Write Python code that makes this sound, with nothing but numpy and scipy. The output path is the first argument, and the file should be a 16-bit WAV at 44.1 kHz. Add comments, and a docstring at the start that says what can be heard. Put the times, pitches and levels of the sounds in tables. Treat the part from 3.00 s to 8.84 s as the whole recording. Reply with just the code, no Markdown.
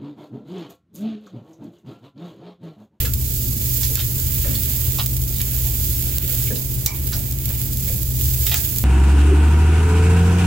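"""Steaks sizzle, spit and pop on a charcoal kettle grill close to a stereo camera, brightest on the right.
Steel tongs tap and scrape the grate between wooden walls: rattling contacts ring damped steel modes.
Some way off to the left an engine idles: wavering tones make the hum and shaped noise the low rumble.
Sizzle is thousands of random bubble clicks a second; the big pops add scattered spray.
The camera's limiter ducks everything for a moment after peaks over its limit."""
import sys
import numpy as np
from scipy import signal
from scipy.fft import rfft, irfft
from scipy.io import wavfile
from scipy.ndimage import uniform_filter1d

SR = 44100
rng = np.random.default_rng(int(sys.argv[2]) if len(sys.argv) > 2 else 0)


def store_pcm(level_fs):
    """Save levels as 16-bit WAV."""
    pcm = np.round(np.clip(level_fs, -1, 1) * 32767).astype(np.int16)
    wavfile.write(sys.argv[1], SR, np.atleast_2d(pcm).T)


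def decibels_to_gain(level_db):
    """Convert a level in decibels to a linear amplitude gain (20 dB per decade)."""
    exponent = np.asarray(level_db, float) / 20
    return 10 ** exponent


N = 257544

# Low wash of engine and draught. Each row: frequency in Hz, relative density in dB per Hz.
RUMBLE_SPECTRUM = [(12, -37), (20, -24), (54, 3), (123, -6), (148, -15), (177, -9), (352, -17.5),
                   (874, -36), (1510, -42), (1640, -42.5), (2500, -36.5), (3250, -108), (5500, -120)]
# Likeness of the wash at the two microphones. Each row: frequency in Hz, left-right correlation.
RUMBLE_LIKENESS = [(60, 0.96), (130, 1), (290, 0.84), (640, 0.51), (1410, 0.21), (3100, 0.96), (6820, 0.02),
                   (15000, -0.01)]
RUMBLE_RMS_DB = -30

# Slow uneven level of the low hum, from chance beating of its close lines.
# Each row: time in seconds, level in dB.
HUM_LEVEL = [(0.0, -20), (0.5, -26), (1.4, -22.5), (2.0, -26.5), (2.6, -21.5), (3.4, -23.5), (4.0, -28),
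             (4.6, -24.5), (5.3, -22), (5.84, -24.5)]
# Drift of the engine's pitch. Each row: time in seconds, frequency of the hum's second-order line in Hz.
ENGINE_PITCH = [(0.0, 131.6), (0.11, 127.4), (0.81, 127.0), (1.79, 128.8), (2.42, 125.8), (3.14, 125.9),
                (4.16, 130), (5.07, 126), (5.84, 125.8)]
# Lines of the hum. Each row: multiple of half the second-order line, relative level in dB.
HUM_LINES = [(.8, -14), (1, -5), (1.2, -10.5), (1.4, -15), (1.6, -19), (1.799, -9), (2, -1.5), (2.9, -33.5)]
UPPER_HUM_DB = -27.5  # steady level of the lines above the low hum

# Ringing modes of tongs and grate. Each row: frequency in Hz, relative level in dB.
STEEL_MODES = [(210, 0), (260, -3), (370, -4), (500, 7), (590, 20), (740, 22), (860, 19), (1150, 18.5),
               (1340, 1), (1700, 6), (1860, 30), (2210, 20), (2285, 17), (2800, -7), (3150, -10),
               (3400, -1), (3770, 22.5), (4190, -3), (5030, 21.5), (5280, 20), (5750, 16), (6400, -16),
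               (6810, -7), (7250, 30.5)]
RING_T60_S = .038  # at 1 kHz, falling with the root of pitch: meat and hand damp the steel
# Tongs clacking broadly on the grate.
# Each row: start in seconds, peak in dB, centre in Hz, spread in octaves, rattle decay in seconds.
CLACKS = [(0.0502, -18.5, 3040, 1.23, 0.0097), (0.832, -10.5, 4460, .55, 0.0055),
          (0.9557, -16, 3500, 1.05, 0.024), (0.992, -15.5, 3420, 0.96, 0.015),
          (1.444, -24.5, 2080, 1.06, 0.071), (1.9857, -15, 3500, 0.73, 0.0052),
          (1.9957, -15, 3500, 0.44, 0.0079), (1.5524, -19.5, 4040, 0.25, .003),
          (2.4029, -21, 3600, .52, .008), (3.8606, -9, 5500, 0.37, 0.017), (4.124, -24.5, 2060, 1.1, 0.028),
          (4.129, -18.5, 4960, 0.44, .009), (5.466, -14, 3050, 0.96, .007), (5.489, -24, 3600, 0.63, 0.018),
          (5.515, -14, 2930, 0.58, 0.013), (5.5408, -8.5, 2820, 1.08, .014),
          (5.5574, -10, 6000, 0.64, 0.011), (5.574, -31, 3600, 1.06, 0.012)]
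# Light touches that ring few modes.
# Each row: start in seconds, peak in dB, centre in Hz, spread in octaves, rattle decay in seconds.
PINGS = [(0.0644, -38, 1430, 0.09, 0.016), (0.974, -35, 1270, 0.16, .015), (2.357, -28, 3800, 0.22, 0.0093),
         (3.471, -26.5, 2800, 0.14, 0.006), (3.5049, -34, 1690, .1, 0.0076),
         (3.558, -21, 3970, 0.28, 0.0031), (3.868, -23, 2290, .03, 0.034), (4.8774, -35, 2130, 0.11, .012)]
# Dull knocks of tongs and meat on the grate.
# Each row: start in seconds, peak in dB, centre in Hz, rattle decay in seconds.
THUDS = [(0.017, -32, 410, 0.031), (0.558, -29, 230, 0.045), (0.897, -31, 420, .03),
         (1.445, -29, 520, 0.045), (1.483, -26, 231, 0.084), (1.984, -25, 930, 0.0059),
         (1.995, -25, 986, 0.005), (2.644, -42.5, 700, 0.064), (3.502, -28, 463, 0.037),
         (3.508, -25, 217, 0.032), (3.865, -31, 895, 0.048), (4.143, -39, 601, 0.052),
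         (4.881, -33.5, 503, 0.056), (5.508, -29.5, 700, 0.064)]
THUD_OCTAVES = .35
CLACK_CRACK_DB, PING_CRACK_DB, THUD_CRACK_DB = 7, -1, 6  # unpitched contact noise against the ringing
TONGS_LEFT_DB, MEAT_LEFT_DB = -1.5, 1.5  # left minus right

# Frying fat.
# Each row: time in seconds, level above 9 kHz in dB, gain of the wet sputter below SPUTTER_HZ in dB.
SIZZLE = [(0.0, -23.5, 9.5), (0.11, -33, 1), (0.32, -27.5, -4), (0.62, -27.5, 0), (0.75, -24, -0.5),
          (1.04, -28, 1), (1.52, -25.5, 3.5), (1.9, -25.5, 3.5), (2.21, -31, -0.5), (2.52, -26.5, 4),
          (2.91, -26, 0), (3.21, -28, 7), (3.42, -24.5, 3), (3.62, -29.5, -0.5), (4.0, -32.5, 5),
          (4.15, -28.5, 3), (4.37, -33.5, 3), (4.5, -28.5, 7), (4.8, -30.5, -1.5), (4.88, -26.5, 2),
          (5.13, -31.5, -3), (5.21, -26, -.5), (5.54, -24, 2.5), (5.84, -28, 3.5)]
# Bursting bubbles as the microphones colour them. 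Each row: frequency in Hz, relative density in dB per Hz.
FIZZ_COLOUR = [(350, -44), (600, -18), (739, -23.5), (860, -28), (1020, -25), (1180, -24.5), (2240, -14.5),
               (5010, -7.5), (5670, -8), (7380, -2), (9220, -10), (11800, -2), (14800, 1), (15800, 7),
               (16500, -67)]
# Lean of the grill between the microphones. Each row: frequency in Hz, left minus right in dB.
GRILL_LEAN = [(60, 0), (130, 2), (500, 3), (1500, 0.5), (2600, -1.7), (3600, -7.5), (4200, -1.5),
              (7600, 0.7), (8700, -4), (10300, -10.5), (12400, -11), (14400, -12), (16000, -7.5)]
# Big drops of fat exploding.
# Each row: start in seconds, nominal peak in dB, gain of the low body in dB, t60 of the spray in seconds.
BIG_POPS = [(0.0512, -13, -7, .04), (0.1356, -5.5, -6, .058), (0.9542, -0.5, -1, .025),
            (1.9197, -8, 1, .02), (2.0604, -5, -2, 0.021), (2.166, -8, -5, .038), (2.237, -10.5, -11, .03),
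            (2.3, -13, 3, .03), (2.4146, -4, 0, 0.034), (3.1826, -1.5, -5, 0.0065),
            (3.2975, -7.5, 7, 0.031), (3.8606, 1.5, -19, .086), (4.0741, -8, -2, .03),
            (4.1914, -13, 1, .03), (4.3116, -11, -4, 0.014), (4.4555, -7, 2, 0.038),
            (4.6149, -6.5, 4, 0.021), (5.2104, -7, 5, .03), (5.4664, -5.5, -4, 0.05),
            (5.5418, -2, -2, 0.059), (5.6504, -10.5, 7, .035), (5.784, -5.5, -4, 0.039)]
SPUTTER_HZ = 3500  # sputter and pop body are turned up or down below this
BUBBLES_PER_S, SIZE_SPREAD_DB = 9000, 2
# Small dry pops at random times: each is louder than the least by up to the spread.
SMALL_POPS, SMALL_POP_DB, SMALL_SPREAD_DB = 40, -15, 7
SMALL_BODY_DB, SMALL_SPRAY_T60_S = -4, .015

LIMIT_DB, RECOVERY_DB_PER_S, ATTACK_S = -1.5, 74, 0.0046
CEILING_DB = -2.5
EDGE_HZ = 15900


def evened(x):
    """Scales to rms 1."""
    return x / np.sqrt(np.mean(x ** 2) + 1e-20)


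def read(points, hz):
    """Reads a spectrum on a log-frequency axis."""
    f, value = np.transpose(points)
    return np.interp(np.log(hz + 1), np.log(f + 1), value)


def curves(rows):
    """Each column of a table after the time as one value per sample."""
    s, *columns = np.transpose(rows)
    return [np.interp(np.arange(N) / SR, s, c) for c in columns]


def sides(hz):
    """Left and right microphone gains that make the grill's lean between the channels."""
    return decibels_to_gain(np.outer([.5, -.5], read(GRILL_LEAN, hz)))


def causal(gain):
    """Minimum-phase impulse response for a gain curve."""
    mirrored = np.concatenate([gain, gain[..., -2:0:-1]], -1)
    log_gain = np.log(mirrored + 1e-5)
    response = np.fft.ifft(np.exp(np.conj(signal.hilbert(log_gain)))).real
    return response[..., :1024]


def add(mix, s, sound):
    """Mixes a two-channel sound in at time s."""
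    part = mix[:, round(s * SR):][:, :sound.shape[1]]
    part += sound[:, :part.shape[1]]


def rumble():
    """Low wash of the engine and the fire's draught: patchy noise, most alike at both microphones in the bass."""
    frames, hz = N // 512 + 5, np.fft.rfftfreq(2048, 1 / SR)
    a, b, c, d, patches = rng.standard_normal((frames, 1025, 5)).T
    patches = evened(uniform_filter1d(uniform_filter1d(patches, 12, 0), 6, 1))
    same = np.clip(read(RUMBLE_LIKENESS, hz), -1, 1)[:, None]
    left, unrelated = a + 1j * b, c + 1j * d
    right = same * left + np.sqrt(1 - same ** 2) * unrelated
    shape = decibels_to_gain(read(RUMBLE_SPECTRUM, hz)[:, None] + 1.18 * patches)
    spectra = np.array([left, right]) * shape * sides(hz)[..., None]
    wash = signal.istft(spectra, nperseg=2048, noverlap=1536)[1][:, :N]
    return decibels_to_gain(RUMBLE_RMS_DB) * evened(wash)


def engine():
    """Uneven firing gives wavering lines on a comb of shaft orders; the low hum's level is slowly uneven."""
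    (low_db,), (line_hz,) = curves(HUM_LEVEL), curves(ENGINE_PITCH)
    turns = np.cumsum(line_hz / 2) / SR
    hum = 0
    for order, db in HUM_LINES:
        level_db = low_db if order < 1.7 else UPPER_HUM_DB
        depth = .25 if order % 1 == 0 else .8  # whole orders are steadier
        waver = 1 + depth * evened(uniform_filter1d(rng.standard_normal(N), 4000))
        tone = np.sqrt(2) * np.cos(2 * np.pi * (order * turns + rng.random()))
        hum = hum + decibels_to_gain(db + level_db) * waver * tone
    later = np.roll(hum, 25)
    return np.array([hum, later]) * decibels_to_gain([[1.2], [-1.2]])  # louder and sooner on the left


def blows():
    """Every contact with the steel as time, level, centre, spread, rattle, contact noise and side."""
    return ([(*row, CLACK_CRACK_DB, TONGS_LEFT_DB) for row in CLACKS]
            + [(*row, PING_CRACK_DB, TONGS_LEFT_DB) for row in PINGS]
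            + [(s, db, hz, THUD_OCTAVES, rattle, THUD_CRACK_DB, MEAT_LEFT_DB) for s, db, hz, rattle in THUDS])


def tongs():
    """Each blow is a dying rattle of contacts; its centre and spread pick the steel modes that ring."""
    out, t, hz = np.zeros((2, N)), np.arange(16384) / SR, np.fft.rfftfreq(16384, 1 / SR)
    modes_hz, modes_db = np.transpose(STEEL_MODES)[..., None]
    decay_db = 60 * t * np.sqrt(modes_hz / 1000) / RING_T60_S
    rings = decibels_to_gain(modes_db - decay_db) * np.sin(2 * np.pi * modes_hz * t)
    walls = decibels_to_gain(-24.0 - 60 * t / 0.13) * (t > .004)  # the wooden corner answers each blow
    for s, db, centre_hz, octaves, rattle_s, crack_db, left_db in blows():

        def near(f):
            """Bell curve around the blow's centre on an octave scale."""
            return np.exp(-.5 * (np.log2((f + 1) / centre_hz) / max(octaves, .03)) ** 2)

        struck = rng.random(len(t)) < .06
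        contacts = rng.standard_normal(len(t)) * struck * np.exp(-t / abs(rattle_s))
        contacts[0] = 0.87
        # each microphone hears each mode differently
        shapes = near(modes_hz.T) * decibels_to_gain(2.0 * rng.standard_normal((2, len(STEEL_MODES))))
        crack = causal(near(hz) * np.sqrt(centre_hz / (hz + centre_hz / 4)))
        crack = np.pad(crack, (0, len(t) - 1024))
        steel = evened(shapes @ rings) + decibels_to_gain(crack_db) * evened(crack)
        echo = walls * rng.standard_normal((2, len(t)))
        blow = irfft(rfft(contacts) * rfft(steel) * (1 + rfft(echo)))[:, :12000]
        pan_db = np.array([[.5], [-.5]]) * left_db
        add(out, s, blow / abs(blow.mean(0)).max() * decibels_to_gain(db + pan_db))
    return out


def bowl(echo_db, t60s):
    """For each spot on the grate: its own arrival time at each microphone, then a short dying scatter."""
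    t, count = np.arange(3000) / SR, len(t60s)
    fade = decibels_to_gain(echo_db - 60 * t / np.abs(t60s)[:, None, None])
    paths = fade * rng.standard_normal((count, 2, len(t)))
    paths[..., :60] = 0
    arrivals = rng.integers(40, 48, (count, 2)) + [0, 2]
    paths[np.arange(count)[:, None], [0, 1], arrivals] = 1
    return paths


def pops():
    """The large pops and a random scatter of small dry ones, as columns of time, size, body and spray t60."""
    when, size = rng.random((SMALL_POPS, 2)).T
    alike = np.ones(SMALL_POPS)
    small_db = SMALL_POP_DB + SMALL_SPREAD_DB * size
    small = [when * N / SR, small_db, SMALL_BODY_DB * alike, SMALL_SPRAY_T60_S * alike]
    return np.vstack([BIG_POPS, np.transpose(small)]).T


def fat():
    """Steam bubbles burst all over the meat, a few much larger; the big pops spray droplets after them."""
    level_db, sputter_db = curves(SIZZLE)
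    hz = np.fft.rfftfreq(4096, 1 / SR)
    colour = causal(decibels_to_gain(read(FIZZ_COLOUR, hz)) * sides(hz))
    flurries_db = 1.0 * evened(uniform_filter1d(rng.standard_normal(N), 500))
    size = decibels_to_gain(SIZE_SPREAD_DB * np.minimum(rng.exponential(1, N), 6) + flurries_db)
    bursts = size * rng.choice([-1., 1.], N) * (rng.random(N) < BUBBLES_PER_S / SR)
    spot = rng.integers(0, 10, N)  # which of ten spots on the grate each bubble bursts at
    fizz = np.zeros((2, N))
    for k, path in enumerate(bowl(echo_db=-16.0, t60s=np.full(10, .04))):
        fizz += signal.oaconvolve((bursts * (spot == k))[None], path, axes=1)[:, :N]
    # level is set on the coloured treble of both microphones together
    top = signal.butter(6, 9000, "high", fs=SR, output="sos")
    fizz /= signal.sosfilt(top, signal.oaconvolve(fizz, colour, axes=1).mean(0)).std()
    low = signal.butter(2, SPUTTER_HZ, fs=SR, output="sos")
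    fizz = decibels_to_gain(level_db) * (fizz + (decibels_to_gain(sputter_db) - 1) * signal.sosfilt(low, fizz))
    *rows, sprays = pops()
    paths = bowl(echo_db=-20, t60s=sprays) / abs(colour.mean(0)).max()
    for s, db, body_db, path in zip(*rows, paths):
        body = (decibels_to_gain(body_db) - 1) * signal.sosfilt(low, path)
        add(fizz, s, decibels_to_gain(db) * (path + body))
    return signal.oaconvolve(fizz, colour, axes=1)[:, :N]


def scene():
    """All sources at the two microphones."""
    return rumble() + engine() + tongs() + fat()


def low_pass(x):
    """Removes everything above the highest recorded frequency."""
    return signal.sosfilt(signal.butter(12, 17040, fs=SR, output="sos"), x)


def record(dry):
    """Peaks over the limit turn both channels down a few milliseconds late, so the peak itself is squeezed
    at the ceiling and a dip follows; then the treble is cut off at the band edge."""
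    peak_db = 20 * np.log10(abs(dry).max(0) + 1e-9)
    fall = np.arange(N) * RECOVERY_DB_PER_S / SR
    held_db = np.maximum.accumulate(peak_db + fall) - fall  # peaks held, then released at a steady rate
    over_db = np.maximum(held_db - LIMIT_DB, 0)
    lag = np.exp(-1 / (ATTACK_S * SR))
    ducked = dry / decibels_to_gain(signal.lfilter([1 - lag], [1, -lag], over_db))
    squeezed = ducked / (1 + (ducked / decibels_to_gain(CEILING_DB)) ** 8) ** (1 / 8)
    edge = signal.firwin(255, EDGE_HZ, window=("kaiser", 6), fs=SR)
    finished = signal.oaconvolve(squeezed, edge[None], "same", axes=1)
    return low_pass(finished)


dry = scene()
out = record(dry)
store_pcm(out)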